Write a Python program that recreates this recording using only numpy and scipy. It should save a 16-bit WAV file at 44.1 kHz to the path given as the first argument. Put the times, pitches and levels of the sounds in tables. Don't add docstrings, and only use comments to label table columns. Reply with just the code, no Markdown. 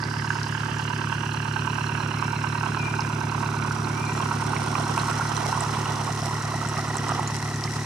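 import sys
import numpy as np
from scipy import signal
from scipy.fft import rfft, irfft
from scipy.io import wavfile

SR = 44100
rng = np.random.default_rng(int(sys.argv[2]) if len(sys.argv) > 2 else 0)


def master_out(mix):
    frames = np.transpose(np.atleast_2d(mix))
    ceiling = np.clip(frames, -1, 1)
    pcm = np.round(ceiling * 32767).astype(np.int16)
    wavfile.write(sys.argv[1], SR, pcm)


N = 346185
TIME = np.arange(N) / SR
FREQS = np.fft.rfftfreq(N, 1 / SR)
STERN_S, STERN_TURN_S = 4.48, 1


def amp(db):
    return 10 ** (np.asarray(db) / 20)


def evened(x):
    return x / np.sqrt(np.mean(x ** 2) + 1e-20)


def follow(table):
    s, *columns = np.transpose(table)
    return [np.interp(TIME, s, c) for c in columns]


def read(points):
    hz, value = np.transpose(points)
    return np.interp(np.log(FREQS + 1), np.log(hz + 1), value)


def colour(x, points):
    return evened(irfft(rfft(x) * amp(read(points)), N))


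def resonate(x, hz, width_hz):
    turn = np.exp(2j * np.pi * np.cumsum(hz * np.ones(N)) / SR)
    r = np.exp(-np.pi * width_hz / SR)
    smoothed = signal.lfilter([1 - r], [1, -2 * r, r * r], x / turn)
    return evened((turn * smoothed).real)


def pan(x, balance_db):
    left = np.atleast_1d(amp(balance_db))
    return x * np.array([left, np.ones_like(left)]) * 2 / (1 + left)


def noise_pair():
    # f/Hz, correlation [0-1]
    likeness = [(20, 0.1), (60, 0.058), (150, 0.7), (300, 0.54), (1000, 1), (2000, 0.74), (4000, 0.58),
                (8000, 0.4), (14000, 0.13)]
    a, b = rfft(rng.standard_normal((2, N)))
    same = np.clip(read(likeness), -1, 1)
    return irfft(np.array([a, same * a + np.sqrt(1 - same ** 2) * b]), N)


def wander(hz):
    return evened(irfft(rfft(rng.standard_normal(N)) * np.exp(-(FREQS / hz) ** 2), N))


def add(mix, s, sound):
    part = mix[..., max(round(s * SR), 0):][..., :sound.shape[-1]]
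    part += sound[..., :part.shape[-1]]


def passing(at_s, span_s):
    return 1 / (1 + ((TIME - at_s) / span_s) ** 2)


def turning(at_s, span_s):
    return 1 / (1 + np.exp((at_s - TIME) / span_s))


def scattered_echoes(x, t60):
    t = np.arange(SR) / SR
    struck = rng.random((2, SR)) < 2000 / SR
    taps = rng.standard_normal((2, SR)) * struck * amp(-60 * t / t60)
    return signal.fftconvolve(np.atleast_2d(x), taps / np.linalg.norm(taps[0]), axes=1)[:, :N]


def water_echo(x, lag_ms, strength):
    late = np.array([np.interp(TIME - lag_ms / 1000, TIME, side) for side in x])
    return (x + strength * late) / np.sqrt(1 + strength ** 2)


def from_right(pair, lag_ms=0.066):
    delay = np.exp(-2j * np.pi * FREQS * lag_ms / 1000)
    return np.array([irfft(rfft(pair[0]) * delay, N), pair[1]])


def levels(openness):
    hum_db = -32 + 1.74 * passing(at_s=3.8, span_s=2.1)
    drone_db = -39.5 + 5.1 * passing(at_s=4.04, span_s=0.93)
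    leaving_db = 1.5 * np.maximum(TIME - 5.8, 0)
    engine_db = -34.8 + 2.82 * passing(at_s=5.23, span_s=0.69) - leaving_db
    hiss_db = -43.6 + 4.36 * openness + 3.85 * passing(at_s=5.17, span_s=0.74)
    return hum_db, drone_db, engine_db, hiss_db


def engine_cycles():
    # t/s, speed/rpm
    crank_speed = [(0.0, 1093.0), (0.6, 1096.2), (1.5, 1091.2), (2.6, 1093.8), (3.5, 1089.6), (4.4, 1087.2),
                   (5.4, 1091.4), (6.2, 1085.7), (7.0, 1089.5), (7.85, 1087.8)]
    return np.cumsum(follow(crank_speed)[0]) / (120 * SR) - .014


def exhaust(cycles, hum_db, drone_db, side_db, size=2048):
    # order [multiple of the engine cycle rate], relative level/dB
    orders = [(7, -78.5), (8, -47.5), (9, -59), (10, -57.6), (11, -52.6), (12, -33.3), (13, -51.2),
              (14, -53.8), (15, -52.4), (16, -33.6), (17, -46.3), (18, -48), (19, -47.5), (20, -50),
              (21, -54), (22, -58.5), (23, -64.5), (24, -42.8), (25, -65), (26, -58.7), (27, -54.4),
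              (28, -43.3), (29, -60.5), (30, -56), (31, -65), (32, -52), (33, -54.5), (34, -59), (35, -61),
              (36, -48.5), (37, -63), (38, -55.5), (39, -56), (40, -51), (41, -55.5), (42, -50), (43, -68),
              (44, -58.5), (45, -57.5), (46, -58.5), (47, -67), (48, -64), (52, -72), (57, -66), (60, -74),
              (64, -68), (80, -64), (90, -64)]
    # place in the engine cycle [0-1], relative level/dB
    hull_thumps = [(.122, 0), (.372, -3), (.622, 0), (.873, -3), (.95, -7)]
    # f/Hz, relative gain/dB
    drone_colour = [(20, -37), (50, -41), (90, -8), (130, -12), (170, -0.5), (220, 2.5), (300, -3.5),
                    (390, -0.5), (480, -17), (700, -19), (2000, -48)]
    order, db = np.transpose(orders)
    k = np.arange(size // 2 + 1)
    log_gain = np.log(amp(np.interp(k, np.r_[5, order, 110], np.r_[-88, db, -95])))
    ring = signal.hilbert(np.r_[log_gain, log_gain[-2:0:-1]]).imag[:len(k)] + 2 * np.pi * k * .533
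    thump_sum = sum(amp(thump_db) * np.exp(-2j * np.pi * k * place) for place, thump_db in hull_thumps)
    upper_phase = np.where(k < 38, -np.angle(thump_sum), 2 * np.pi * rng.random(len(k)))
    phase = np.where(k < 22, ring, upper_phase)
    beat = irfft(np.exp(log_gain - 1j * phase))
    unsteady = cycles + .0005 * wander(25)
    note = evened(np.interp(unsteady, np.arange(size) / size, beat, period=1))
    low = irfft(rfft(note) / (1 + (FREQS / 190) ** 8), N)
    hum = low * amp(hum_db + 1.5 + 0.29 * wander(7.5))
    upper = (note - low) * amp(.85 * drone_db + 2.2 + 1.2 * wander(10))
    rumble = colour(noise_pair(), drone_colour) * amp(drone_db - 8.2)
    return hum + pan(upper, 0.15 * side_db) + pan(rumble, 0.088 * side_db)


def knocks(cycles, scatter_db, slip, slip_hz, focus_hz=220):
    # place in the engine cycle [0-1], length/ms at 950 Hz, relative thud, clank and tick levels/dB
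    cycle_blows = [(.02, 1.6, -1.5, .5, 1), (.07, 2, -4.5, -12, -8), (.226, 1.9, 1.5, -4, -7),
                   (.267, 2, 3.5, 0, 4), (.35, 2, -7, -16, -16), (.485, 3, -2, -6, -5),
                   (.523, 1.4, -4, .5, 5), (.78, 1.8, -2, 1.5, .5), (.98, 1.8, -5, -11, -10)]
    # t/s, boost/dB (before a share of .7-1.3 by mode), f/Hz where it rings most
    hard_knocks = [(.029, 2, 1500), (0.304, 17, 1320), (.552, 5.5, 1600), (.634, 6, 1310), (0.768, 8, 1480),
                   (.798, 2.5, 1000), (.935, 4.5, 1600), (1.128, 6, 1410), (1.402, 1.5, 1500),
                   (1.564, 8.5, 1500), (1.621, 4.5, 1560), (1.649, -1, 1500), (1.677, 5.5, 950),
                   (1.785, 3.5, 920), (2.226, 7, 1070), (2.282, 4.5, 1520), (2.334, 5.5, 945),
                   (2.444, 5, 1500), (2.634, 14.5, 1200), (2.747, 5, 1300), (2.94, 6, 1500),
                   (2.995, 7, 1030), (3.626, 7.5, 1290), (3.65, 4.5, 950), (3.711, 8.5, 1500),
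                   (3.871, 4.5, 1000), (4.205, 3, 1000), (4.315, 6.5, 1190), (4.423, 4, 950),
                   (4.534, 5, 1000), (4.979, 8, 1310), (5.252, 6, 1250), (5.528, 8, 1000), (6.384, 9, 1100)]
    # f/Hz at the start, relative level/dB, drift [Hz per s] as the boat turns away
    block_modes = [(956, 8, 6), (1224, -2.5, 16), (1611, 5.5, -30.5), (2410, -11, -8), (2787, -4, -16)]
    cycles_per_s, out = np.gradient(cycles) * SR, np.zeros(N)
    scatter = rng.standard_normal((len(cycle_blows), 100))
    for mode_hz, mode_db, drift_hz_per_s in block_modes:
        hz = mode_hz + drift_hz_per_s * TIME
        wobble, ring = slip * wander(slip_hz), np.zeros(N)
        for (place, ms, *thud_clank_tick), chance in zip(cycle_blows, scatter):
            turn = np.round(cycles - place)
            away = (cycles - place - turn) / cycles_per_s
            near = np.flatnonzero(abs(away) < .008)
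            db = np.interp(mode_hz, [950, 1560, 2600], thud_clank_tick)
            db = db + scatter_db * chance[turn[near].astype(int) + 1]
            length = ms / 1000 * (950 / mode_hz) ** .35
            swell = np.exp(-(away[near] / length) ** 2 / 2)
            ring[near] += amp(db) * swell * np.sin(2 * np.pi * hz[near] * away[near] + wobble[near])
        for s, db, peak_hz in hard_knocks:
            near = np.flatnonzero(abs(TIME - s) < .012)
            share = .7 + .6 * np.exp(-((mode_hz - peak_hz) / focus_hz) ** 2)
            ring[near] *= amp(db * share * np.exp(-((TIME[near] - s) / .004) ** 2))
        out += ring * amp(mode_db + wander(35))
    return evened(out)


def hull_ring(blows, engine_db, ring_db=-19.0):
    panel_hz = 925 + 10 * TIME + 45 * wander(9)
    return resonate(blows * amp(wander(8)), panel_hz, width_hz=110) * amp(engine_db + ring_db)


def plating(blows, turns_per_s=1.275):
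    # f/Hz, relative gain/dB
    plate_colour = [(700, -31), (945, 4), (1200, 5.5), (1550, 10.5), (2100, -14), (2750, 8.5), (3600, -10)]
    angle = 2 * np.pi * turns_per_s * TIME
    ring = sum(scattered_echoes(blows * share, t60=0.14) for share in (np.cos(angle), np.sin(angle)))
    return colour(ring + 0.64 * ring[::-1], plate_colour)


def clatter(cycles, openness, throb_db=1):
    # f/Hz, relative gain/dB
    side_colour = [(300, 0), (450, 6), (600, 3), (800, -3), (950, 0), (1200, 10.5), (1570, 0.5),
                   (1900, 6.5), (2800, -4), (3500, -11), (5300, -36), (7000, -60), (15000, -43)]
    # f/Hz, relative gain/dB
    stern_colour = [(40, -38), (300, 0), (410, 3), (570, -6.5), (700, 4), (950, 4), (1300, 3), (1660, -7.5),
                    (1925, -15), (2280, -16), (2850, -7.5), (4100, -16.5), (4450, -30), (15000, -62)]
    firing = np.cos(8 * np.pi * (cycles - .01))
    drive = noise_pair() * amp(throb_db * (1 - openness) * firing + 2.96 * wander(71))
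    side_on = colour(drive, side_colour) * np.sqrt(1 - openness)
    stern_on = colour(drive[:, ::-1], stern_colour) * np.sqrt(openness)
    return side_on, stern_on


def hiss(cycles, openness, ticks_at=0.17, drops_per_s=500):
    # f/Hz, relative gain/dB
    hiss_colour = [(2000, 1.5), (3600, -4.5), (4050, 3.5), (4400, -1), (4800, 1.5), (5700, 8), (6700, -1),
                   (7900, -2), (8750, -2), (9500, -5), (10500, -7), (11200, -12), (13000, -15.5),
                   (15500, -33)]
    between = np.cos(8 * np.pi * (cycles - ticks_at))
    valves = noise_pair() * amp(2.9 * (1 - .45 * openness) * between + 1.6 * wander(150))
    drop_db = 4.2 * np.minimum(rng.exponential(1, (2, N)), 5)
    spray = (rng.random((2, N)) < drops_per_s / SR) * amp(drop_db)
    spray = evened(spray + 0.15 * scattered_echoes(spray[0], t60=0.033))
    spray = spray * amp(3 * wander(16))
    return colour(valves + .5 * openness * spray, hiss_colour)


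def tappets(cycles, hz=4100, length_ms=1.8, scatter_db=4.0, level_db=-51.5, astern_db=-4):
    # place in the engine cycle [0-1], relative level/dB
    clicks = [(.02, 0), (.27, -3), (.53, 0), (.78, -10)]
    out, cycles_per_s = np.zeros(N), np.gradient(cycles) * SR
    for place, db in clicks:
        turn = np.round(cycles - place)
        away_ms = 1000 * (cycles - place - turn) / cycles_per_s
        chance = rng.standard_normal(100)[turn.astype(int) + 1]
        out += amp(db + scatter_db * chance) * np.exp(-abs(away_ms) / (2 * length_ms))
    clicking = evened(out * np.sin(2 * np.pi * hz * TIME + 1.2 * wander(220)))
    return clicking * amp(level_db + astern_db * turning(STERN_S, STERN_TURN_S))


def lapping(wash_db=-45):
    fizz = resonate(noise_pair() * amp(3 * wander(30)), hz=5000, width_hz=1100)
    return fizz * amp(wash_db) * passing(at_s=0.1, span_s=0.84)


def bubble(hz, t60, rise, splash):
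    t = np.arange(SR // 8) / SR
    lowpass = signal.butter(3, min(.25 * hz, 5000), fs=SR)
    froth = signal.lfilter(*lowpass, rng.standard_normal(len(t)))
    tone = np.sin(2 * np.pi * hz * t * (1 + rise * t)) * (1 + splash * evened(froth))
    return tone * amp(-60 * t / t60) * (1 - np.exp(-t / 0.00016))


def water():
    # t/s, level/dB before a 6.5 dB lift, f/Hz, left over right/dB, roughness [ratio]
    drips = [(0.0378, -29.5, 4730, -5, 0.58), (.254, -40, 6500, -5, 1), (0.431, -32, 5100, 14, .9),
             (0.785, -34.5, 5600, -8, 0.81), (3.0063, -27.5, 5300, -1.5, .6), (4.5645, -25.5, 2160, -8, .5),
             (4.753, -29, 2400, -20, .9), (4.979, -32, 2590, -6, 1), (4.997, -31, 4080, -4, .9),
             (5.367, -23, 5940, -10, .5), (5.367, -27, 4100, -7, .4), (5.452, -28, 2160, -9, .6),
             (5.457, -36, 8200, 2, 1), (5.6066, -29.5, 7870, -12, 0.88), (5.749, -32, 2800, -12, .8),
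             (5.857, -30, 2830, -4, 0.66), (6.125, -33.5, 6200, -8, 0.83), (6.4233, -38, 7000, 5, 1.2),
             (6.687, -30, 7830, -2.5, 0.75), (6.7695, -28, 2080, -1.5, .8), (6.9691, -31, 7660, -10, 1.2),
             (6.9827, -28, 5760, 1, .9), (7.275, -23, 6900, 1, .25), (7.639, -25, 5150, -2, 0.65),
             (7.6765, -27, 2060, -6, 0.78)]
    # t/s, level/dB before a 4.5 dB lift, f/Hz
    gulps = [(4.753, -23, 1150), (4.783, -26, 990), (5.114, -26, 1400), (5.21, -22, 1370),
             (5.552, -24, 1100), (5.575, -25, 1000), (5.61, -29, 1150), (6.012, -26, 1000),
             (6.077, -24.5, 1090), (6.517, -27, 1010), (6.54, -29, 720), (6.783, -25, 1200),
             (6.79, -30, 760), (7.091, -24, 1200), (7.109, -25, 1230), (7.178, -27, 980), (7.194, -21, 864)]
    out = np.zeros((2, N))
    for s, db, hz, side_db, splash in drips:
        add(out, s, pan(amp(db + 6.5) * bubble(hz, t60=0.011, rise=0.91, splash=splash), side_db))
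    for s, db, hz in gulps:
        add(out, s, pan(amp(db + 4.5) * bubble(hz, t60=0.04, rise=1.0, splash=0.55), -8))
    return out + amp(-10) * scattered_echoes(out.mean(0), t60=.1)


def whistle(length, start_hz, end_hz, arch_hz, db):
    u = np.arange(0, length, 1 / SR) / length
    hz = start_hz + (end_hz - start_hz) * u + arch_hz * np.sin(np.pi * u)
    return amp(db) * np.sqrt(np.sin(np.pi * u)) * np.sin(2 * np.pi * np.cumsum(hz) / SR)


def birds():
    # t/s, length/s, start f/Hz, end f/Hz, arch/Hz, relative level/dB
    blackbird = [(2.113, 0.19, 1955, 2420, 67, -40), (2.313, 0.093, 2400, 2000, -12, -40),
                 (2.498, 0.13, 1760, 1920, 59, -40), (2.66, 0.033, 3000, 3370, 25, -40),
                 (2.759, 0.128, 2480, 2355, -4, -30), (3.918, 0.11, 2187, 2474, 9, -35),
                 (4.004, 0.09, 2403, 2285, 83, -32), (4.094, 0.078, 2045, 1907, -65, -38),
                 (4.18, 0.06, 2620, 2700, 58, -44)]
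    # t/s, length/s, start f/Hz, end f/Hz, arch/Hz, relative level/dB
    chirps = [(0.283, .08, 6800, 6470, 4, -45), (.51, 0.07, 6980, 6600, 3, -48),
              (.735, 0.078, 7200, 6950, 53, -46), (1.1, .1, 8550, 8540, 11, -55),
              (4.02, 0.2, 7320, 7200, -3, -46)]
    song = np.zeros(N)
    for s, *note in blackbird + chirps:
        add(song, s, whistle(*note))
    song *= amp(.7 * wander(40))
    return pan(amp(-5.5) * song + amp(-5) * scattered_echoes(song, t60=.9), 10)


def hollow(cycles, hz, width_hz, level_db, throb_db, place=0.013):
    throb = throb_db * np.cos(8 * np.pi * (cycles - place))
    return resonate(noise_pair(), hz, width_hz) * amp(level_db + throb)


def panels(cycles, side_db, casing_hz=2930, sag_hz_per_s=120):
    alongside = turning(at_s=0.32, span_s=0.17) * (1 - turning(at_s=3.1, span_s=0.4))
    sagging_hz = casing_hz - sag_hz_per_s * TIME
    casing = hollow(cycles, sagging_hz, width_hz=660, level_db=-43.0, throb_db=4.5) * alongside
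    astern = turning(at_s=5.45, span_s=0.97)
    bay = hollow(cycles, hz=1928, width_hz=190, level_db=-41.0, throb_db=5.0) * astern
    return pan(casing, 0.5 * side_db) + pan(bay, -0.68)


def injectors(cycles, tick_db=-58.0):
    ticks = hollow(cycles, hz=8850, width_hz=340, level_db=tick_db, throb_db=14.5, place=.15)
    return ticks * passing(at_s=4.8, span_s=0.85)


def gurgle(count=130, from_s=4.5, low_hz=666, high_hz=1467, floor_db=-27, spread_db=0.5):
    out = np.zeros((2, N))
    for when, size, pitch, side in rng.random((count, 4)):
        hz = low_hz * (high_hz / low_hz) ** pitch
        db = floor_db + spread_db * min(-np.log(size), 2)
        s = from_s + (TIME[-1] - from_s) * when
        add(out, s, pan(amp(db) * bubble(hz, t60=.04, rise=1.0, splash=.5), 6 * side - 11))
    return out * (1 - turning(at_s=7.14, span_s=.1))


def droplets(count=55, from_s=4.8, low_hz=5040, high_hz=9000, floor_db=-37.5, spread_db=4):
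    out = np.zeros((2, N))
    for when, size, pitch, side in rng.random((count, 4)):
        hz = low_hz * (high_hz / low_hz) ** pitch
        db = floor_db + spread_db * min(-np.log(size), 2)
        s = from_s + (TIME[-1] - from_s) * when
        add(out, s, pan(amp(db) * bubble(hz, t60=.014, rise=.7, splash=1.0), 16 * side - 10))
    return out


def scene():
    cycles = engine_cycles()
    openness = turning(STERN_S, STERN_TURN_S)
    side_db = -34.5 + 33.5 * turning(at_s=4.25, span_s=0.77)
    lag_ms = 0.578 + 0.07 * TIME
    hum_db, drone_db, engine_db, hiss_db = levels(openness)
    churn_db = 5.5 * passing(at_s=7.1, span_s=.17)
    shade_db = 3 * openness + 3.3 * turning(at_s=5.2, span_s=0.21)

    blows = knocks(cycles, scatter_db=.8, slip=.85, slip_hz=105) * amp(engine_db + .6 - shade_db)
    side_on, stern_on = clatter(cycles, openness)
    side_on = side_on * amp(engine_db - 6.8)
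    direct = pan(blows + hull_ring(blows, engine_db), 0.46 * side_db) + pan(side_on, 1.3 * side_db)
    direct = water_echo(direct, lag_ms, strength=.35)
    stern = pan(stern_on * amp(engine_db + churn_db - 0.55), 3.0 * side_db)
    echoes = pan(plating(blows) * amp(engine_db - 6.0), 0.2 * side_db)
    boat = direct + stern + echoes + panels(cycles, side_db) + gurgle()

    sizzle = pan(hiss(cycles, openness) * amp(hiss_db) + injectors(cycles), -1.4)
    sizzle = sizzle + pan(tappets(cycles), -5.1)
    sizzle = water_echo(sizzle, lag_ms, strength=.28 * (1 - openness))

    engine = exhaust(cycles, hum_db, drone_db, side_db) + from_right(boat) + from_right(sizzle, lag_ms=.024)
    return engine + water() + droplets() + lapping() + birds()


def record(dry, edge_hz=15500):
    lowpass = signal.firwin(511, edge_hz, window=("kaiser", 9), fs=SR)
    return signal.oaconvolve(dry, lowpass[None], "same")


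dry = scene()
out = record(dry)
master_out(out)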